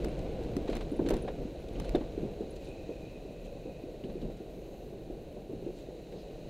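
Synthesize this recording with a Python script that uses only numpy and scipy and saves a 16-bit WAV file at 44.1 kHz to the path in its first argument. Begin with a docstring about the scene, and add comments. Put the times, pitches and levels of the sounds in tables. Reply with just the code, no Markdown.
"""Tyres crunch and clods thump the floor, heard inside a car that slides round a dirt course and slows.
Clods and stones drive the panels into damped vibration; countless small impacts merge into tyre roar
and a spray of grit. Ruts heave the body on its springs and set the floor pan drumming, and jolts make
the trim chatter and squeak. Sharp plastic clicks sound very close, on either side.
Under it all the vents hiss; a faint whistle enters as the pace eases."""
import sys
import numpy as np
from scipy import signal
from scipy.fft import rfft, irfft, next_fast_len
from scipy.io import wavfile
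from scipy.ndimage import uniform_filter1d, map_coordinates

SR = 44100
rng = np.random.default_rng(int(sys.argv[2]) if len(sys.argv) > 2 else 0)


def output_pcm(signal):
    """Save a mono or channel-first signal as 16-bit PCM at the path in sys.argv[1].

    Samples are clipped to [-1, 1] before scaling.
    """
    pcm = np.clip(np.atleast_2d(signal).T, -1, 1) * 32767
    wavfile.write(sys.argv[1], SR, np.round(pcm).astype(np.int16))


N = 286209
TIME = np.arange(N) / SR

# Spectral envelopes, each with columns: frequency_hz, gain_db
DUCT_SPECTRUM = [(1000, -36), (1700, -12.5), (1860, -1.5), (2230, -9), (2540, 0.5), (2890, -1), (3380, -12),
                 (3920, 2.5), (5080, -14), (5940, -12), (6500, -8.5), (8000, -18.5), (10400, -32),
                 (17600, -120)]  # dashboard ducts
HIGH_HISS_SPECTRUM = [(4000, -20.5), (6500, -3), (9000, -1.5), (12000, -1.5), (15500, -3)]  # faint, wide, steady high hiss
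SIZZLE_SPECTRUM = [(8000, -5), (11100, -7), (11560, 8), (12100, -4), (13000, 0), (13900, 3), (15200, -6)]  # thin, very high sizzle
GRIT_SPECTRUM = [(2000, 2), (4000, 11.5), (5200, -2), (7000, 3), (9500, -7), (15000, -13)]  # grains on the body
PLASTIC_SPECTRUM = [(100, 20), (600, 16), (1200, 13), (2500, 8), (4000, 4), (7000, 0), (12000, -4.5),
                    (16000, -9)]  # snapping plastic
TRIM_SPECTRUM = [(400, -0.5), (700, 14.5), (1100, 3.5), (1300, -2.5), (1500, 2), (1900, 1), (2500, -1.5),
                 (2950, 0), (3450, -2), (4100, -0.5), (5000, -13), (8000, -19.5), (15000, -40)]  # loose trim panels
HEAVE_SPECTRUM = [(15, -0.5), (24, -5.5), (32, 3.5), (45, 4), (58, -0.5), (75, -5), (110, -10.5)]  # body shaking on its springs
LURCH_SPECTRUM = [(15, -6), (24, 0.5), (33, 6), (48, -0.5), (65, -9), (110, -21.5)]  # deep swing in a rut
FLOOR_SPECTRUM = [(70, -17), (105, -4), (150, 0), (190, -1.5), (240, -8.5), (400, -26)]  # drumming floor pan
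SPRAY_SPECTRUM = [(600, -14.5), (900, 10), (1300, 0), (1500, 4.5), (1800, -2), (2500, 4.5), (3300, -1),
                  (4000, 0), (5000, -10), (7000, -13.5), (10000, -21), (15000, -32)]  # grit on the wheel wells
ROAR_SPECTRUM = [(70, -24.5), (115, 0.5), (180, 1), (245, -3.5), (310, 2.5), (380, 0), (480, 1.5),
                 (620, -3), (780, -11), (1000, -35), (1300, -41.5), (2200, -51.5)]  # tyres heard through the floor
WELL_SPECTRUM = [(60, -20), (130, -10.5), (200, 3.5), (300, -1), (420, 3), (600, -6.5), (900, -34),
                 (1400, -40), (3000, -56)]  # booming wheel well

# Levels below are relative within each table; the sources add their own gains.
# Ventilation hiss: time_s, level_db
HISS_LEVELS = [(0.0, -63.5), (1.66, -62.5), (1.84, -62), (2.4, -63), (2.86, -61), (3.13, -63), (4.9, -65.5),
               (5.45, -67), (5.7, -63.5), (6.49, -62)]
# Raspy whistle as the car slows: time_s, level_db
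WHISTLE_LEVELS = [(2.5, -84), (2.64, -64), (2.9, -69), (3.14, -65), (3.25, -75), (3.36, -71), (3.48, -70),
                  (3.6, -73), (3.76, -66), (3.96, -78), (4.18, -74), (4.32, -92)]
# Tyre roar, following the pace from hard to easy: time_s, level_db
ROAR_LEVELS = [(0.0, -36), (0.23, -37.5), (1.16, -40), (1.48, -42), (2.0, -42), (2.58, -43), (3.43, -45.5),
               (4.28, -45), (4.48, -45), (6.07, -46.5), (6.49, -44.5)]
# Brief swishes and one long, thin high whine: start_s, length_s, level_db, centre_hz, width_octaves
NOISE_SWELLS = [(2.625, 0.073, -67, 4180, 0.35), (4.455, 0.5, -79, 6460, 0.083),
                (5.723, 0.085, -72, 4600, 0.72), (6.146, 0.11, -64.5, 4080, 0.31)]
# Handfuls of grit on the body: start_s, length_s, level_db
GRIT_SHOWERS = [(0.188, 0.01, -59), (0.432, 0.01, -61), (0.72, 0.01, -60), (0.892, 0.011, -66),
                (1.682, .01, -60), (2.408, 0.011, -68), (2.554, 0.023, -61), (2.584, 0.13, -68),
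                (3.439, 0.038, -65), (4.364, 0.018, -68), (5.753, 0.085, -66.5)]
# Rubbing trim: start_s, level_db, pitch_hz, pitch_spread_ratio
TRIM_SQUEAKS = [(0.0847, -59, 9200, 0.032), (0.915, -58, 9650, .035), (0.9622, -59, 9950, .012),
                (1.1714, -63, 9750, .012), (1.221, -52, 9520, .028), (1.5998, -67, 9950, .025),
                (1.731, -66, 9730, .008), (1.8485, -62, 9800, .02), (2.505, -55, 9780, .01),
                (2.6434, -63, 9560, .02), (2.6858, -63, 9000, .03)]
# Impacts of a loose metal part: start_s, level_db, pitch_ratio
METAL_HITS = [(1.757, -46, 0.92), (1.951, -36.5, 1.08), (4.039, -45.5, 0.924), (4.234, -55, 0.83)]
# Its modes at a pitch ratio of 1: frequency_hz, level_db, t60_s
METAL_MODES = [(2450, -17, 0.019), (2900, -25, 0.02), (3260, -3, 0.036), (3390, -10, 0.046),
               (3970, -32, .025)]
# Plastic slips, with later ticks relative to them: start_s, level_db, tick_offset_db, tick_delay_s
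PLASTIC_SNAPS = [(0.0460, -30.5, -8, 0.0033), (0.5669, -31.5, -6, 0.0046), (0.6985, -73, -14, .002),
                 (0.753, -37, -2, .0025), (0.7666, -36.5, 1, 0.0037), (1.0878, -28.5, -7, .0038),
                 (1.0940, -32, -12, .003), (1.104, -31, -13, 0.0031), (1.1073, -31.5, -6, .005),
                 (1.138, -35.5, 1, 0.0039), (1.1678, -36, -12, .002), (1.7993, -33, -2.5, 0.0031),
                 (1.892, -44, 9.5, 0.0016), (1.955, -38, 0, 0.0028)]
# Jolts that shake the trim: start_s, level_db, tilt_db_per_octave
TRIM_JOLTS = [(0.046, -58, 3), (0.675, -30, -0.5), (0.696, -37, 5), (0.727, -29, -0.5), (0.756, -32.5, 0.5),
              (0.807, -33, 1), (0.99, -23.5, -11.5), (1.06, -33.5, 1), (1.087, -42, 10),
              (1.107, -23.5, -4.5), (1.134, -28.5, -2), (1.277, -25.5, -4.5), (1.798, -40, 0.5),
              (1.842, -35.5, 1), (1.879, -41.5, 1), (1.947, -23.5, -3), (2.008, -32, -5.5), (4.04, -46, 3),
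              (4.097, -44, 0), (4.213, -43.5, 2), (6.122, -45, 3)]
# Ruts that rock the body: deepest_s, heave_db, drumming_db
GROUND_RUTS = [(0.04, -52, -56), (0.55, -49, -47), (0.76, -40.5, -52), (1.14, -34.5, -46.5),
               (1.42, -43.5, -53), (1.79, -37.5, -56), (1.93, -36.5, -55), (2.07, -50, -59),
               (2.22, -40, -47), (3.48, -44, -64), (4.08, -48, -48), (4.27, -41.5, -47.5), (5.17, -47, -59),
               (5.56, -66, -51.5), (5.68, -48, -56.5)]
# Stones on a stiff panel: start_s, level_db, pitch_hz
STONE_HITS = [(0.675, -53, 910), (0.692, -37, 516), (0.703, -38, 487), (1.1077, -22.5, 546),
              (1.277, -35.5, 695), (1.283, -41, 890), (1.289, -30, 553), (1.302, -28, 470),
              (1.521, -47, 500), (1.95, -25.5, 523)]
# Big clods and stones on the underbody: start_s, level_db, pitch_hz, judder_offset_db
CLOD_HITS = [(0.04, -30, 293, 3.5), (0.396, -31.5, 369, 4.5), (0.456, -27.5, 287, -3),
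             (0.491, -33, 204, -14), (0.564, -20.5, 273, -4), (0.690, -19, 378.5, -2),
             (0.729, -29, 321, -11), (0.756, -31, 232, 0), (0.916, -24.5, 287, 3), (0.991, -17, 289.4, 2),
             (1.02, -26.5, 220, -11), (1.047, -25, 279, -4), (1.062, -22.5, 331, 1),
             (1.079, -23.5, 304, -4), (1.106, -16.5, 342.3, 1), (1.132, -25, 228, -10),
             (1.164, -23.5, 360, -10), (1.236, -31, 338, 8.5), (1.381, -36, 234, 8),
             (1.45, -28.5, 267, -1.5), (1.75, -34.5, 231, 2), (1.947, -14.5, 319, -3.5),
             (2.007, -25, 291, -6), (2.176, -24, 359.5, -1.5), (2.207, -31.5, 299, -7),
             (2.23, -21, 327, -0.5), (2.406, -24.5, 373, 1.5), (2.89, -26.5, 375.4, 1), (3.25, -36, 377, 2),
             (3.52, -38, 514, 2), (3.656, -36.5, 436, 6.5), (3.695, -39, 488, 1), (3.836, -31, 300, -2),
             (3.886, -33.5, 461, -2), (3.944, -38, 438, -16), (4.036, -31, 312.5, 4.5),
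             (4.087, -32, 211, 0), (4.154, -29, 360, -1.5), (4.223, -31.5, 308.4, 5),
             (4.281, -33, 374, 4.5), (4.4, -36, 384.5, 4.5), (4.568, -42.5, 278, 5.5),
             (4.717, -38.5, 396, 3), (4.924, -32, 371, 0), (5.099, -29.5, 331, -2), (5.36, -35, 397, 3.5),
             (5.494, -29.5, 385, 0), (5.532, -28, 303, -7), (5.56, -39, 190, -10), (5.624, -30.5, 385, -6),
             (5.663, -25.5, 330, 2.5), (5.886, -33.5, 392.6, 3), (6.123, -37.5, 490, 6),
             (6.231, -34.5, 473, -0.5)]


def undb(db):
    """Amplitude ratio of a level in decibels."""
    return 10 ** (np.asarray(db) / 20)


def unit(x):
    """Normalisation to an rms of 1."""
    return x / np.sqrt(np.mean(x ** 2) + 1e-24)


def colour(x, points):
    """Minimum-phase filter through (Hz, dB) points, falling 12 dB per octave beyond them."""
    n = x.shape[-1]
    size = 2 * next_fast_len(n)
    hz, db = np.transpose(points)
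    log_hz = np.log(np.maximum(np.arange(size // 2 + 1) * SR / size, 1))
    outside = np.maximum(np.log(hz[0]) - log_hz, 0) + np.maximum(log_hz - np.log(hz[-1]), 0)
    cepstrum = irfft(np.log(undb(np.interp(log_hz, np.log(hz), db))) - 2 * outside)
    cepstrum[1:size // 2] *= 2  # folding onto positive time makes the filter causal
    cepstrum[size // 2 + 1:] = 0
    return irfft(rfft(x, size) * np.exp(rfft(cepstrum)))[..., :n]


def walk(rate_hz):
    """Random modulation: Gaussian values joined by straight lines."""
    hop = int(SR / rate_hz)
    count = N // hop + 2
    return np.interp(TIME, np.arange(count) * hop, rng.standard_normal(2000)[:count])


def grains(per_s, spread_db, size=N):
    """Shot noise: tiny impacts at random times, of log-normal strength."""
    impulses = (rng.random(size) < per_s / SR) * rng.choice([-1, 1], size)
    return unit(impulses * undb(spread_db * rng.standard_normal(size)))


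def rasp(hz, octaves, size):
    """Resonance: dense impulses ring in one band, 6 dB down at `octaves` to either side."""
    band = [(hz * 2 ** (k * octaves), -6 * abs(k) ** 1.5) for k in range(-3, 4)]
    return unit(colour(grains(4000, spread_db=2.5, size=size), band))


def wavering(hz, spread, size):
    """Rapid random frequency modulation roughens a tone."""
    drift = unit(uniform_filter1d(rng.standard_normal(size), size=60))
    return np.sin(2 * np.pi * np.cumsum(hz * (1 + spread * drift)) / SR)


def fade(t, t60):
    """Exponential decay by 60 dB in t60 seconds."""
    return np.exp(-np.log(1000) * t / t60)


def pulse(t, rise_s):
    """Critically damped envelope, peaking at 1 after rise_s."""
    return t / rise_s * np.exp(1 - t / rise_s)


def add(out, start_s, sound):
    """Superposition of a sound on the mix."""
    i = max(int(start_s * SR), 0)
    out[:, i:i + sound.shape[-1]] += sound[..., :N - i]


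def over_ruts(db, rut_db, drumming=False, sigma_s=0.062):
    """Power sum, in dB, of a running level and Gaussian swells set by each rut's heave or drumming."""
    swells = np.zeros(N)
    for deepest_s, heave_db, drumming_db in GROUND_RUTS:
        peak_db = (drumming_db if drumming else heave_db) + rut_db
        swells += undb(peak_db) * np.exp(-.5 * ((TIME - deepest_s) / sigma_s) ** 2)
    return 20 * np.log10(np.hypot(undb(db), swells))


def high_hiss():
    """Partial correlation between left and right makes a faint, steady high hiss sound wide."""
    mid, side = unit(colour(rng.standard_normal((2, N)), HIGH_HISS_SPECTRUM))
    wide = mid + undb(-4.5) * side * np.array([[1], [-1]])
    return undb(-76.5 + 0.87 * walk(25)) * wide


def vent_hiss(gain_db=-1.9):
    """Flow noise: air hisses evenly through the dashboard ducts."""
    duct_db = np.interp(TIME, *np.transpose(HISS_LEVELS)) + gain_db + .6 * walk(9)
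    return unit(colour(rng.standard_normal(N), DUCT_SPECTRUM)) * undb(duct_db)


def sizzle(level_db=-76, period_s=.1, first_s=.025, sigma_s=.009, hold_from_s=4.5, hold_to_s=4.9):
    """Amplitude modulation of very high noise gives soft, even ticks that once run together."""
    offset_s = (TIME - first_s + period_s / 2) % period_s - period_s / 2
    ticks = np.exp(-.5 * (offset_s / sigma_s) ** 2)
    held = undb(-0.5) * ((TIME > hold_from_s) & (TIME < hold_to_s))
    noise = unit(colour(rng.standard_normal(N), SIZZLE_SPECTRUM))
    return undb(level_db) * np.maximum(ticks, held) * noise


def whistle(centre_hz=2535, octaves=0.057, wander_ratio=0.00917):
    """Narrow-band noise is heard as a rough whistle; modulation makes it wander and flutter."""
    flutter_db = walk(22) + 1.8 * walk(160)
    pitch_ratio = 1 + wander_ratio * walk(14)
    tone = map_coordinates(rasp(centre_hz, octaves, N), [np.cumsum(pitch_ratio)], mode="mirror")
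    return undb(np.interp(TIME, *np.transpose(WHISTLE_LEVELS)) + flutter_db) * tone


def swishes_and_whine():
    """Band-limited noise: broad swishes on loose ground; a faint, thin whine during the held sizzle."""
    out = np.zeros((2, N))
    for start_s, length_s, db, hz, octaves in NOISE_SWELLS:
        n = int(length_s * SR)
        add(out, start_s, undb(db) * np.sqrt(np.hanning(n)) * rasp(hz, octaves, n))
    return out


def grit():
    """Bursts of shot noise: loose grains land on the body in prickly showers."""
    out = np.zeros((2, N))
    for start_s, length_s, db in GRIT_SHOWERS:
        n = int(length_s * SR)
        shower = grains(3000, spread_db=3.5, size=n) * np.sqrt(np.hanning(n))
        add(out, start_s, undb(db) * unit(colour(shower, GRIT_SPECTRUM)))
    return out


def squeaks(gain_db=-1, rise_s=0.0031):
    """Stick-slip friction in the trim gives brief, thin, unsteady tones."""
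    out, t = np.zeros((2, N)), np.arange(int(0.063 * SR)) / SR
    for start_s, db, hz, spread in TRIM_SQUEAKS:
        add(out, start_s, undb(db + gain_db) * wavering(hz, spread, len(t)) * pulse(t, rise_s))
    return out


def clinks():
    """Damped modes: a metal part clacks and buzzes in its seat, its pitch set by how it lands."""
    out, t = np.zeros((2, N)), np.arange(int(.1 * SR)) / SR
    for start_s, db, pitch_ratio in METAL_HITS:
        ring = sum(undb(mode_db) * wavering(hz * pitch_ratio, spread=0.046, size=len(t)) * fade(t, t60)
                   for hz, mode_db, t60 in METAL_MODES)
        add(out, start_s, undb(db) * ring)
    return out


def clicks(gain_db=2, slip_gap_s=0.00076, tick_gap_s=0.0006, step_db=-1.5):
    """Impulsive slip: very close plastic snaps in three slips on one side, then ticks on the other."""
    out, steps = np.zeros((2, N)), np.arange(3)
    for start_s, db, tick_db, tick_delay_s in PLASTIC_SNAPS:
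        near, far = rng.permutation(2 * np.eye(2))[..., None]  # left and right in random order
        slips = (near, 0, steps * slip_gap_s)
        ticks = (far, tick_db, tick_delay_s + steps * tick_gap_s)
        for channel, run_db, delays_s in slips, ticks:
            for step, delay_s, (jitter, strength) in zip(steps, delays_s, rng.uniform(-1, 1, (3, 2))):
                impulse_db = db + gain_db + run_db + step * step_db + 1.1 * strength
                impulse = undb(impulse_db) * rng.choice([-1, 1]) * channel
                add(out, start_s + delay_s + jitter * slip_gap_s / 2, impulse)
    return colour(out, PLASTIC_SPECTRUM)


def chatter(gain_db=-9, rise_s=0.002, t60_s=0.095):
    """Repeated contact: loose panels buzz against each other, the bigger ones sounding duller."""
    out, t = np.zeros((2, N)), np.arange(int(.2 * SR)) / SR
    envelope = fade(t, t60_s) * (1 - np.exp(-t / rise_s))
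    for start_s, db, tilt in TRIM_JOLTS:
        contacts = grains(12000, spread_db=1, size=len(t))
        spectrum = [(hz, band_db + tilt * np.log2(hz)) for hz, band_db in TRIM_SPECTRUM]
        add(out, start_s, undb(db + gain_db) * unit(colour(contacts, spectrum)) * envelope)
    return out


def heave(db, spectrum):
    """Mass on a spring: the body shakes on its suspension and the cabin air booms."""
    shake = unit(colour(rng.standard_normal(N), spectrum))
    # the dampers even out the strongest and weakest swings
    running_rms = np.sqrt(uniform_filter1d(shake ** 2, int(.13 * SR)))
    return shake / running_rms * undb(db)


def floor_boom(db):
    """Forced plate vibration: jolts from the suspension set the floor pan drumming."""
    return unit(colour(grains(600, spread_db=3.0), FLOOR_SPECTRUM)) * undb(db)


def spray(db):
    """Dense impacts fuse into steady noise as grit is flung against the wheel wells."""
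    stream = unit(colour(grains(7000, spread_db=5.0), SPRAY_SPECTRUM))
    return stream * undb(db + 3.0 + 0.7 * walk(30))


def tyres(db):
    """Transmission loss: tread crushes soil in uneven patches, and the floor passes the dull part."""
    patches_db = 0.33 * walk(45) + .5 * walk(23)
    return unit(colour(grains(2000, spread_db=2.5), ROAR_SPECTRUM)) * undb(db + 0.4 + patches_db)


def knocks(rise_s=0.0016):
    """Heavy damping: a stiff panel struck by a stone swings for only a few cycles."""
    out, t = np.zeros((2, N)), np.arange(int(.04 * SR)) / SR
    for start_s, db, hz in STONE_HITS:
        add(out, start_s, undb(db) * np.sin(2 * np.pi * hz * t) * pulse(t, rise_s))
    return out


def clod(hz, judder_db=0, cycles=2.37, panel_db=-7, panel_ratio=1.12, well_db=-10, t60_s=0.21):
    """Forced, then free vibration: a clod dents a panel, which judders as the wheel well booms."""
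    t = np.arange(int(.25 * SR)) / SR
    age = t * hz / cycles  # time in units of the dent's length
    dent = np.sin(2 * np.pi * hz * t) * (2 * age) ** 2 * np.exp(2 - 4 * age)
    judder = wavering(hz * panel_ratio, spread=0.2, size=len(t))
    panel = undb(panel_db) * judder * (1 - np.exp(-age ** 2))
    boom = unit(colour(rng.standard_normal(len(t)), WELL_SPECTRUM))
    well = undb(well_db) * boom * (1 - np.exp(-t / 0.0045))
    return undb(judder_db) * (panel + well) * fade(t, t60_s) - dent


def small_clods(roar_db, per_s=6, gain_db=2, spread_db=4, centre_hz=396.4, spread_octaves=0.322):
    """Impact strength grows with speed: small clods patter irregularly, following the tyre roar."""
    out = np.zeros((2, N))
    for slot, (jitter, strength, pitch) in enumerate(rng.uniform(-1, 1, (int(per_s * N / SR), 3))):
        start_s = (slot + .5 + jitter / 2) / per_s
        db = np.interp(start_s, TIME, roar_db) + gain_db + spread_db * strength
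        add(out, start_s, undb(db) * clod(centre_hz * 2 ** (spread_octaves * pitch)))
    return out


def thumps(gain_db=-2, rebound_s=.012, rebound_db=-9.5, rebound_ratio=1.3):
    """Inelastic collision: each big clod hits the floor and rebounds once, softer and higher."""
    out = np.zeros((2, N))
    for start_s, db, hz, judder_db in CLOD_HITS:
        add(out, start_s, undb(db + gain_db) * clod(hz, judder_db))
        rebound = clod(hz * rebound_ratio, judder_db)
        add(out, start_s + rebound_s, undb(db + gain_db + rebound_db) * rebound)
    return out


def scene():
    """Superposition between the front seats; the pace sets heave, roar and spray together."""
    roar_db = np.interp(TIME, *np.transpose(ROAR_LEVELS))
    pace_db = roar_db + 39.5  # zero when driven hard
    heave_db = -43 + 1.43 * pace_db
    spray_pace_db = 1.13 * pace_db
    body = heave(heave_db, HEAVE_SPECTRUM)
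    body += heave(over_ruts(heave_db - 11, rut_db=-1.5), LURCH_SPECTRUM)
    body += floor_boom(over_ruts(roar_db - 17.5, rut_db=2.5, drumming=True))
    ground = tyres(over_ruts(roar_db - 1.6, rut_db=-7))
    ground += spray(over_ruts(spray_pace_db - 61.5, rut_db=spray_pace_db - 23))
    background = vent_hiss() + high_hiss() + whistle() + sizzle()
    rattles = chatter() + clinks() + clicks() + squeaks()
    debris = thumps() + knocks() + grit()
    return background + swishes_and_whine() + rattles + body + ground + small_clods(roar_db) + debris


def record(dry, cutoff_hz=15600):
    """A steep elliptic low-pass filter removes the highest treble."""
    return signal.sosfilt(signal.ellip(8, .2, 70, cutoff_hz, fs=SR, output="sos"), dry)


dry = scene()
out = record(dry)
output_pcm(out)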